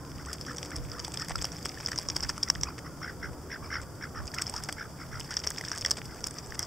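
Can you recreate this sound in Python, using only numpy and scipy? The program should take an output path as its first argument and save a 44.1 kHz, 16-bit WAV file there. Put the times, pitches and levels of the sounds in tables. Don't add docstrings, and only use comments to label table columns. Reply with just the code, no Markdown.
import sys
import numpy as np
from scipy import signal
from scipy.io import wavfile
from scipy.ndimage import uniform_filter1d

SR = 44100
rng = np.random.default_rng(int(sys.argv[2]) if len(sys.argv) > 2 else 0)


def store_pcm(level_fs):
    pcm = np.round(np.clip(level_fs, -1, 1) * 32767).astype(np.int16)
    wavfile.write(sys.argv[1], SR, np.atleast_2d(pcm).T)


def ratio_of_db(decibels):
    return 10 ** (np.asarray(decibels, float) / 20)


N = 293706

# pitch_hz, gain_db
CAVITY = [(2000, -9.5), (2800, -17), (3400, -12), (4180, -27.5), (4650, -6.5), (5300, -4), (5900, -8.5),
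          (6350, -12), (7200, -15.5), (8000, -11.5), (9200, -25.5), (15600, -41.5), (16900, -70)]


def evened(x):
    return x / np.sqrt(np.mean(x ** 2) + 1e-20)


def read(points, hz):
    f, value = np.transpose(points)
    return np.interp(np.log(hz + 1), np.log(f + 1), value)


def add(mix, s, sound):
    part = mix[..., round(s * SR):][..., :sound.shape[-1]]
    part += sound[..., :part.shape[-1]]


def resonate(x, hz, width):
    turn = np.exp(2j * np.pi * np.cumsum(hz * np.ones(len(x))) / SR)
    r = np.exp(-np.pi * width / SR)
    return 2 * (turn * signal.lfilter([1 - r], [1, -r], x / turn)).real


def coloured(x, points):
    hz = abs(np.fft.fftfreq(4096, 1 / SR))
    log_gain = np.log(ratio_of_db(uniform_filter1d(read(points, hz), size=7, mode="wrap")))
    taps = np.fft.ifft(np.exp(np.conj(signal.hilbert(log_gain)))).real[:2048]
    return signal.oaconvolve(x, taps[None], axes=1)[:, :N]


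def placed(x, pan_db):
    return x * ratio_of_db(np.array([[pan_db / 2], [-pan_db / 2]]))


def burst(t, length, hz, noise, wetness):
    shape = t / length * np.exp(1 - t / length)
    tone = np.sin(2 * np.pi * hz * t * (1 + 0.0055 * t / length))
    fuzz = evened(resonate(noise, hz, 0.44 * hz)) / np.sqrt(2)
    wet = np.clip(wetness * length / 0.00088, 0, 1)
    return shape * ((1 - wet) * tone + wet * fuzz), shape


def yard():
    # pitch_hz, level_db
    rumble_curve = [(25, -12), (70, -16.5), (120, 0), (200, -10), (300, -8), (700, -15), (1400, -18),
                    (2600, -42.5)]
    # pitch_hz, likeness (0 to 1)
    likeness = [(60, 0.41), (125, 1), (250, 0.86), (1000, 0.96), (2500, 0.76)]
    # pitch_hz, width_hz, level_db, start_s, end_s
    engines = [
        (71.2, 11.6, -56, 0.048, 7),
        (124, 49, -58, 0.17, 7),
        (161.3, 12.4, -58, 0.17, 3.1),
        (291, 27, -59.5, 0.064, 3.7),
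        (486, 3.9, -59, 0.5, 1.01),
    ]
    frames, hz = N // 512 + 5, np.fft.rfftfreq(2048, 1 / SR)
    a, b, c, d, patches = rng.standard_normal((frames, 1025, 5)).T
    patches = evened(uniform_filter1d(uniform_filter1d(patches, 4, 0), 12, 1))
    swell = evened(uniform_filter1d(rng.standard_normal(frames), 30))

    same = np.clip(read(likeness, hz), -1, 1)[:, None]
    left = a + 1j * b
    right = same * left + np.sqrt(1 - same ** 2) * (c + 1j * d)
    z = np.array([left, right])
    z *= ratio_of_db(read(rumble_curve, hz)[:, None] + 2.0 * patches + 0.56 * swell)
    out = ratio_of_db(-37.0) * evened(signal.istft(z, nperseg=2048, noverlap=1536)[1][:, :N])

    now = np.arange(N) / SR
    for f, width, db, start, end in engines:
        fade = np.clip(np.minimum(now - start, end - now) / 0.14 + 1, 0, 1)
        out += ratio_of_db(db + 15) * evened(resonate(rng.standard_normal(N), f, width)) * fade
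    return out


def crackle():
    # time_s, level_db
    busyness = [(0, -51), (.6, -45), (2.2, -39.5), (2.8, -51.5), (4.15, -55), (4.5, -39), (4.85, -50),
                (5.15, -48), (5.6, -37.5), (6.1, -46.5), (6.66, -45.5)]
    # pitch_hz, gain_db
    mud_curve = [(700, -34), (1200, -8), (5000, -4.5), (9000, -4.5), (15700, 12), (15860, -37)]
    clumps = uniform_filter1d(uniform_filter1d(rng.standard_normal(N), 300), 300)
    clumps = np.clip(evened(clumps), -2, 1.6)
    struck = rng.random(N) < 700 / SR
    size = ratio_of_db(3.5 * np.minimum(rng.exponential(1, N), 2.8)) * struck * ratio_of_db(5.0 * clumps)

    kind, t, grains = rng.integers(0, 24, N), np.arange(300) / SR, np.zeros((2, N))
    for k, hz in enumerate(np.geomspace(900, 14000, num=24)):
        length = rng.uniform(0.23, 4.7) / hz
        grain = burst(t, length, hz, rng.standard_normal(300), wetness=0.79)[0]
        train = signal.oaconvolve(size * (kind == k), grain / np.linalg.norm(grain))[:N]
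        grains += placed(train, 0.32 * rng.standard_normal())

    bright = np.diff(rng.standard_normal((2, N + 1)))
    smear = (rng.standard_normal(N) + 1.5 * bright) * ratio_of_db(1.3 * clumps)
    s, db = np.transpose(busyness)
    busy_db = np.interp(np.arange(N) / SR, s, db)
    smear_db = 0.35 * (busy_db + 49.5) - 39.5
    return coloured(ratio_of_db(busy_db + 6.5) * evened(grains) + ratio_of_db(smear_db) * smear, mud_curve)


def focus(count):
    # pitch_hz, peak_db
    body_modes = [(3250, -43), (2500, -49), (5300, -44), (8000, -54)]
    start_s, step_s = 0.0506, 1.001 / 15
    out, t = np.zeros((2, N)), np.arange(400) / SR
    for k, noise in enumerate(rng.standard_normal((count, 400))):
        tick = np.zeros(len(t))
        for hz, db in body_modes:
            tick += ratio_of_db(db - read(CAVITY, hz)) * burst(t, 0.0007, hz, noise, wetness=0.83)[0]
        add(out, start_s + k * step_s - .001, placed(tick, 0.1))
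    return out


def rasp(start, length, db, hz, pipe_hz):
    # factor on the throat pitch, width_hz, level_db
    throat_modes = [(1.0, 200, 3), (1.3, 300, -1), (1.7, 350, -5), (2.1, 350, -6)]
    top, end = start + 0.366 * length, start + length
    flaps_per_s = 71
    t = np.arange(start, end, 1 / SR)
    swell_db = np.interp(t, [start, top - .1 * length, top + .15 * length, end], [-9, -1, -1, -16])
    effort_db = db + swell_db
    wobble = evened(uniform_filter1d(rng.standard_normal(len(t)), 500))
    turns = np.cumsum(flaps_per_s * ratio_of_db(.12 * (effort_db + 46)) * (1 + .12 * wobble)) / SR
    phase = turns % 1
    strength, detune, pipe_db = rng.standard_normal((3, 40))[:, turns.astype(int)]
    puff = .27 + ratio_of_db(1.4 * strength) * np.sin(np.pi * phase ** .7) ** 2

    slide = hz * (1 + .34 * (phase - .62) + .04 * wobble + .06 * detune + .008 * swell_db)
    whistle = np.sqrt(2) * np.sin(2 * np.pi * np.cumsum(slide) / SR)
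    pipe_slide = pipe_hz * (1 + 0.041 * wobble + 0.147 * (phase - .7))
    pipe_level = phase * ratio_of_db(6.5 + 3.0 * pipe_db + .5 * swell_db)
    windpipe = np.sin(2 * np.pi * np.cumsum(pipe_slide) / SR) * pipe_level

    air, throat = rng.standard_normal(len(t)), np.zeros(len(t))
    for f, width, mode_db in throat_modes:
        ring = resonate(resonate(air, f * slide, width), f * slide, 2 * width)
        throat += ratio_of_db(mode_db + (f - 2.0) * .5 * swell_db) * evened(ring)
    hiss = resonate(resonate(air, 5200 + 200 * wobble, 500), 5450 + 200 * wobble, 500)
    nostrils = ratio_of_db(.9 * swell_db) * evened(hiss)
    voice = evened(puff * (2.1 * (whistle + windpipe) + throat) + np.sqrt(puff) * nostrils)
    return ratio_of_db(effort_db + 17.5) * voice * signal.windows.tukey(len(t), .15)


def drake():
    # start_s, length_s, effort_db, throat_hz, windpipe_hz
    calls = [(0.171, 0.083, -56.5, 1600, 2040), (0.263, 0.093, -50.5, 1498, 1900),
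             (0.462, 0.096, -48.5, 1474, 1800), (0.698, 0.076, -51, 1565, 2150),
             (0.898, 0.15, -53.5, 1346, 1800), (1.186, 0.081, -48.5, 1560, 1900),
             (1.922, 0.036, -53, 1670, 2040), (2.231, 0.034, -51, 1770, 2060),
             (2.456, 0.057, -53, 1530, 2040), (2.65, 0.084, -49, 1484, 2450),
             (2.841, 0.062, -53, 1380, 2000), (3.012, 0.077, -46, 1500, 2170),
             (3.058, 0.084, -50, 1700, 2060), (3.212, 0.086, -46.5, 1678, 2050),
             (3.496, 0.089, -45, 1750, 2080), (3.621, 0.087, -52.5, 1360, 2350),
             (3.698, 0.12, -40.5, 1620, 2084), (4.006, 0.073, -46.5, 1700, 2186),
             (4.141, 0.09, -46.5, 1400, 1820), (4.36, 0.0814, -47, 1400, 2130),
             (4.545, 0.089, -52, 1422, 1850), (4.762, 0.11, -46.5, 1660, 2200),
             (4.98, 0.089, -52.5, 1480, 2200), (5.109, 0.099, -49, 1600, 2050),
             (5.285, 0.093, -52, 1720, 2040), (5.722, 0.06, -51, 1530, 2040),
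             (6.086, 0.085, -56.5, 1523, 2040), (6.341, 0.079, -58.5, 1400, 2040),
             (6.574, 0.082, -52, 1465, 2010)]
    voice = np.zeros(N)
    for call in calls:
        add(voice, call[0], rasp(*call))
    t = np.arange(4000) / SR
    tail = rng.standard_normal((2, 4000)) * ratio_of_db(-60 * t / 0.76) * (t > .003)
    tail /= np.linalg.norm(tail[0])
    return voice + ratio_of_db(-47.0) * signal.oaconvolve(voice[None], tail, axes=1)[:, :N]


def wind():
    # time_s, level_db
    puff_rows = [(0.2, -55), (0.82, -40.5), (0.97, -48), (1.37, -39), (2.13, -47), (2.28, -42),
                 (2.6, -42.5), (3.12, -57), (3.27, -42), (4.22, -41), (5.169, -47)]
    # pitch_hz, gain_db
    gust_curve = [(15, -17), (45, 11.5), (150, -1.5), (400, -42), (1500, -105)]
    now = np.arange(N) / SR
    puffs = sum(ratio_of_db(db) * np.exp(-((now - s) / 0.058) ** 2) for s, db in puff_rows)
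    lumps = evened(uniform_filter1d(uniform_filter1d(rng.standard_normal(N), 2500), 2500))
    air = evened(coloured(rng.standard_normal((2, N)), gust_curve)) * ratio_of_db(np.array([[-1.5], [1.5]]))
    return air * (puffs + ratio_of_db(-57.0 + 4.9 * lumps))


def ticks():
    # time_s, peak_db, pitch_hz
    films = [(0.2597, -44, 8200), (0.5697, -41, 8160), (0.898, -41, 5100), (1.12, -39.5, 8200),
             (1.1422, -37, 8150), (1.2952, -35.5, 8150), (1.388, -41, 3450), (1.425, -35, 7500),
             (1.567, -40, 5280), (1.809, -37.5, 5400), (1.932, -37, 5500), (2.206, -30.5, 5520),
             (2.5519, -39.5, 3300), (3.8164, -46, 8400), (4.27, -40.5, 7800), (4.317, -43, 5430),
             (5.1972, -46.5, 10900), (5.3404, -39, 6460), (5.684, -32, 5300), (5.7593, -39, 7800),
             (5.777, -34, 8000), (5.8237, -42, 2880), (5.899, -49, 9500), (5.9697, -47, 2860),
             (2.79, -47.5, 2840), (6.2672, -46, 14470), (6.284, -44, 7750), (6.3094, -40, 8100),
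             (4.282, -48, 2380), (6.546, -39, 8000), (0.3064, -47, 7800), (0.532, -47, 8050),
             (.5475, -48, 7840), (0.5633, -48, 7000), (0.6494, -44, 7450), (0.706, -47.5, 8600),
             (1.96, -37, 6200), (1.2471, -51, 9800), (1.5896, -47, 7500), (2.0142, -42, 7260),
             (.4865, -57, 8900), (4.229, -61, 8800), (4.256, -48, 7000), (4.6472, -42, 6400),
             (2.149, -46, 5500), (5.7502, -40, 7500), (6.145, -48, 8050), (6.2067, -50, 8800),
             (6.4615, -50, 7000), (6.471, -45, 7760), (6.506, -40, 5500), (1.8724, -40, 5400)]
    out, t = np.zeros((2, N)), np.arange(500) / SR
    for (s, db, hz), noise in zip(films, rng.standard_normal((len(films), 2, 500))):
        snap, shape = burst(t, 0.00078, hz, noise[1], wetness=0.72)
        splash = ratio_of_db(-19.0) * noise[0] * shape
        sound = (snap + splash) / ratio_of_db(max(read(CAVITY, hz), -26))
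        add(out, s - .0006, placed(ratio_of_db(db + 11.5) * sound, 1.1 * noise[0, 0]))
    return out


def spatter():
    # time_s, peak_db, pitch_hz
    bubbles = [(0.584, -31.5, 3400), (1, -36, 3100.0), (1.046, -33, 3400), (1.049, -45, 1130),
               (1.0517, -37, 3450), (1.1427, -40, 3190.0), (1.224, -42, 2810), (1.2848, -39, 3380.0),
               (1.2857, -46, 1000), (1.3094, -34, 815), (1.3178, -38, 2980), (1.32, -33, 1800),
               (1.586, -44, 3330), (1.6525, -42, 2990.0), (1.658, -39, 2800), (1.6637, -40, 3360),
               (1.6986, -40.5, 2690.0), (1.718, -48, 3380.0), (1.872, -35, 3420), (1.931, -33, 1810.0),
               (1.961, -38, 1340.0), (1.9791, -37, 3430), (2.0886, -37, 1040), (2.161, -44, 1250),
               (2.251, -36, 1740.0), (2.2902, -50, 2730.0), (2.368, -49, 2760), (2.3799, -37.5, 1150),
               (2.4794, -35, 1930), (4.34, -33.5, 1800), (4.3862, -29.5, 2550), (4.3952, -32, 1460),
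               (4.3982, -48, 2430.0), (4.4044, -40, 1360), (4.4073, -38, 1490), (4.425, -45, 1270.0),
               (4.4617, -39, 3200), (4.469, -42, 1160.0), (4.6246, -47, 3060), (4.726, -32.5, 3230),
               (5.3153, -47, 3470.0), (5.3346, -38, 2950.0), (5.371, -32, 3300), (5.371, -38, 1690),
               (5.376, -38.0, 3400.0), (5.4397, -27.5, 3400.0), (5.4476, -41, 2110.0), (5.562, -36, 3340.0),
               (5.5812, -41, 2420), (5.5818, -35, 2130), (5.651, -32.5, 3500), (5.679, -34.0, 1740.0),
               (5.85, -27.5, 3170), (5.8635, -33, 1230), (5.872, -36, 1970), (5.9811, -46, 3540),
               (6.523, -35, 1690), (6.549, -44, 2610.0)]
    # time_s, peak_db, pitch_hz
    droplets = [(0.2627, -39, 7700), (0.3336, -29, 7250), (0.765, -41, 10200), (0.9957, -33.0, 7000),
                (0.9998, -24, 5340.0), (1.081, -32, 7860), (1.14, -48, 13700), (1.1989, -39, 8000),
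                (1.22, -34, 7750.0), (1.2205, -24.5, 4980), (1.2853, -49, 14100.0), (1.3084, -41, 7800.0),
                (1.382, -36, 7450), (1.422, -43.5, 14470.0), (1.6637, -34, 6550), (1.6924, -29, 5100),
                (1.7847, -28.5, 5440), (1.8369, -37, 8070.0), (1.8504, -33, 5400.0), (1.8728, -32, 7050),
                (1.892, -38, 7800), (1.978, -27, 5440), (1.9971, -44.0, 10420.0), (2.1047, -26, 5300),
                (2.2309, -40, 7670.0), (2.231, -25, 5100), (2.2376, -21, 5240), (2.2475, -26, 5450.0),
                (2.2896, -38, 7770.0), (2.29, -32.0, 5320.0), (2.3798, -39.5, 9800), (2.5024, -38, 13350.0),
                (4.4206, -21.5, 7800), (4.4977, -29.5, 7650), (4.567, -35, 6850), (4.5699, -34, 5330),
                (4.637, -41.5, 9460), (4.6883, -38, 4640), (5.207, -37, 7990.0), (5.307, -37, 6520.0),
                (5.3124, -36, 5300), (5.335, -35, 5380.0), (5.3733, -23, 5500), (5.4012, -28.5, 5330),
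                (5.4682, -41.5, 11900), (5.481, -29, 5470.0), (5.5188, -28, 5330), (5.6119, -42.5, 10900.0),
                (5.6872, -34, 8360), (5.8173, -24.5, 5230), (5.972, -32, 8000), (6.2835, -32, 5150),
                (6.3422, -39.5, 8350), (6.6231, -34, 7900), (6.6355, -29, 5000)]
    out, t, rows = np.zeros((2, N)), np.arange(500) / SR, bubbles + droplets
    for (s, db, hz), noise in zip(rows, rng.standard_normal((len(rows), 500))):
        length = 0.00057 + .7 / hz
        blip = burst(t, length, hz, noise, wetness=0.65)[0]
        level = ratio_of_db(db - read(CAVITY, hz) + 4.5)
        add(out, s - length - .0003, placed(level * blip, 0.21 + 0.37 * noise[0]))
    return out


def squelches():
    # start_s, length_s, level_db, low body against the fizz_db
    squeezes = [(0.294, 0.013, -51, -8), (0.338, 0.025, -50, -15), (1.134, 0.018, -39, -18),
                (1.295, 0.023, -41, -1), (2.159, 0.012, -32, -22), (2.225, 0.017, -36.5, -8.5),
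                (2.291, 0.013, -33.5, -0.5), (4.343, 0.015, -47, -5), (4.686, 0.013, -42.5, 9),
                (5.305, 0.026, -40.5, -14), (5.441, 0.011, -37, -6), (5.769, 0.011, -39, -12),
                (5.88, 0.011, -41.5, -2), (5.966, 0.03, -39, -16), (6.262, 0.011, -40, -15),
                (6.548, 0.0094, -41, -6), (3.818, 0.022, -45.5, -16), (1.799, 0.012, -42, 0.5),
                (1.882, 0.0078, -30, -9), (2.778, .01, -47, 3.5)]
    out = np.zeros((2, N))
    for (s, length, db, body_db), noise in zip(squeezes, rng.standard_normal((len(squeezes), 3, 1500))):
        fizz, body, spits = noise[:, :round(length * SR)]
        wet = fizz + ratio_of_db(body_db) * evened(resonate(body, 1400, 1800))
        sound = wet * ratio_of_db(3.7 * evened(uniform_filter1d(spits, 40)))
        add(out, s, placed(ratio_of_db(db + 10.0) * sound * signal.windows.tukey(len(fizz), .4), 0.27))
    return out


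def smacks():
    # time_s, peak_db, sharp tick against the peak_db
    bill_smacks = [(0.995, -22.5, -46), (1.0488, -21, -22), (1.174, -18.5, -29), (1.1982, -23, -35),
                   (1.2155, -26, -31), (1.285, -33, -8), (1.3578, -18.5, -23), (1.4164, -22.5, -30),
                   (1.4445, -12.5, -40), (1.4534, -30.5, -4), (1.5195, -26, -38), (1.651, -30, -29),
                   (1.6565, -25.5, -12.5), (1.6638, -25, -23), (1.862, -16.5, -40), (1.918, -17, -26),
                   (1.9805, -19.5, -31), (1.9878, -13, -24), (2.0878, -15.5, -46), (2.1008, -18, -40),
                   (2.1652, -13, -23), (2.2273, -24, -38), (2.2345, -19, -27), (2.2934, -15, -24),
                   (2.299, -21.5, -22), (2.4335, -14, -25), (2.5013, -7, -33), (2.6128, -22, -28),
                   (2.6345, -7.5, -48), (2.789, -38, -11),
                   (0.3312, -21, -18), (0.338, -30, -13), (0.4123, -24, -24), (0.4652, -30, -21),
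                   (0.5838, -24.5, -25), (0.63, -27, -22), (0.659, -28.5, -18), (0.7596, -28, -30),
                   (0.764, -28, -14), (0.9174, -25, -38), (1.785, -46, -37), (2.4304, -15, -37),
                   (2.487, -24, -29), (4.2777, -26, -41), (4.343, -21.5, -22.5), (4.347, -26, -16),
                   (4.385, -21, -25), (4.4168, -24, -16), (4.4206, -18, -18.5), (4.468, -20.5, -38),
                   (4.4969, -29, -14), (4.54, -29, -22), (4.564, -21, -26), (4.579, -28, -27),
                   (4.638, -35, -6), (4.689, -23.5, -17), (4.727, -29, -7.5),
                   (5.2039, -32.5, -12), (5.2458, -38, -12), (5.3085, -23.5, -24), (5.318, -35, -27),
                  (5.369, -11, -48), (5.392, -29, -39), (5.399, -53, -25), (5.438, -23.5, -38),
                  (5.4466, -38, -23), (5.4735, -14.5, -32), (5.505, -22.5, -12.5), (5.574, -26.5, -32),
                  (5.585, -21, -38), (5.6124, -43, -20), (5.6497, -22, -33), (5.717, -17.5, -37),
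                  (5.7212, -22, -33), (5.7831, -19.5, -21), (5.8119, -22.5, -19), (5.8487, -19, -23),
                  (5.8617, -11.5, -25), (5.9097, -14, -20), (5.914, -8, -22.5), (6.0565, -32, -16),
                  (6.2422, -20, -29), (6.271, -24.5, -9), (6.386, -26, -40), (6.5934, -18.5, -13.5),
                  (6.604, -28, -25), (6.629, -20.5, -23)]
    out, t = np.zeros((2, N)), np.arange(1200) / SR
    rows = bill_smacks
    for (s, db, tick_db), noise in zip(rows, rng.standard_normal((len(rows), 4, 1200))):
        pan, pitch, wetter, spread = rng.standard_normal(4)
        ms = 2.43 + 0.28 * spread
        length = max(ms - 1.1, .15) * 0.000696
        hz = 5400 + 300 * np.tanh(pitch)
        snap, shape = burst(t, length, hz, noise[3], wetness=0.51)
        sharp = np.diff(np.diff(noise[0], prepend=0), prepend=0)
        tick = ratio_of_db(tick_db + 25.5) * sharp * shape ** 2

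        spits = noise[1] + 2.3 * resonate(noise[3], hz, 1000)
        spits = spits * ratio_of_db(3.5 * evened(uniform_filter1d(noise[2], 50)))
        splutter_db = -9.5 - 0.64 * (db + 26) + 3.0 * np.tanh(wetter)
        splutter = ratio_of_db(splutter_db) * spits * ratio_of_db(-60 * t / 0.074) * np.minimum(t / 0.004, 1)

        sound = shape * snap / ratio_of_db(max(read(CAVITY, hz), -9)) + tick + splutter
        add(sound, .0018, ratio_of_db(-14.0) * sound)
        add(out, s - length - .0004, placed(ratio_of_db(db + 2.5) * sound, 0.38 + 1.3 * pan))
        suck = splutter[299::-1] * t[:300] / t[299]
        add(out, s - length - t[299], ratio_of_db(db + 2.0) * suck)
    return out


def plops():
    # time_s, peak_db, pitch_hz, length_ms
    pockets = [(0.6302, -20.5, 2860, 1.53), (1.0812, -24.5, 810, 3.8), (1.173, -19.5, 3400, 2),
               (1.296, -26, 1890, 3.5), (1.3155, -15.5, 1870, 1.44), (1.3564, -16.5, 1320, 4.7),
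               (1.4452, -14, 1000, 1.7), (1.4526, -19, 2920, 1.6), (1.6578, -14.5, 1280, 1.58),
               (1.7754, -27, 1750, 4.5), (1.9193, -15.5, 1660, 2.2), (1.9875, -27, 960, 5.9),
               (2.101, -16, 3280, 1.2), (2.2963, -23.5, 940, 4.87), (2.4298, -21.5, 3470, 3.1),
               (2.5012, -11, 1210, 1.9), (2.557, -19.5, 1800, 2.3), (2.6339, -31, 3440, 2.3),
               (4.384, -32, 1760, 4.4), (4.5412, -22, 920, 5), (4.6897, -16, 860, 2),
               (5.3139, -27, 1770, 3), (5.2106, -23, 2900, 1.9), (5.4698, -16, 1660, 1),
               (5.5102, -14.5, 1640, 1.66), (5.6108, -19.5, 1970, 3.1), (5.639, -21, 1660, 2.5),
               (5.717, -11, 1510, 1.7), (5.8505, -12.5, 1880, 2.9), (6.0174, -18.5, 2420, 1.42)]
    out, t = np.zeros((2, N)), np.arange(1200) / SR
    for (s, db, hz, ms), noise in zip(pockets, rng.standard_normal((len(pockets), 2, 1200))):
        length = max(ms - 1.1, .3) * .0005
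        plop, shape = burst(t, length, hz, noise[1], wetness=.07)
        clean = np.exp(-(length * hz / 3.6) ** 2)
        slap = ratio_of_db(0.1) * evened(resonate(noise[0], 1.3 * hz, 1.2 * hz)) * shape * clean
        sound = plop / ratio_of_db(read(CAVITY, hz)) + slap
        add(out, s - length, placed(ratio_of_db(db - 8.0) * sound, 0.12 * noise[0, 0]))
    return out


def scene():
    background = yard() + crackle() + focus(count=33) + drake()
    return background + ticks() + spatter() + squelches() + smacks() + plops()


def band_limit(x):
    return signal.sosfilt(signal.butter(12, 16820, fs=SR, output="sos"), x)


def record(dry):
    # pitch_hz, gain_db
    hiss_curve = [(1000, 13.5), (4000, -28), (7000, 9), (12000, 1.5), (15720, 2), (15860, -64)]
    hiss = rng.standard_normal((2, N)) + 0.054 * rng.standard_normal(N)
    heard = coloured(dry, CAVITY) + ratio_of_db(-58.5) * evened(coloured(hiss, hiss_curve)) + wind()
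    heard = signal.lfilter(*signal.iirnotch(6130, 50, fs=SR), heard)
    return band_limit(heard)


dry = scene()
out = record(dry)
store_pcm(out)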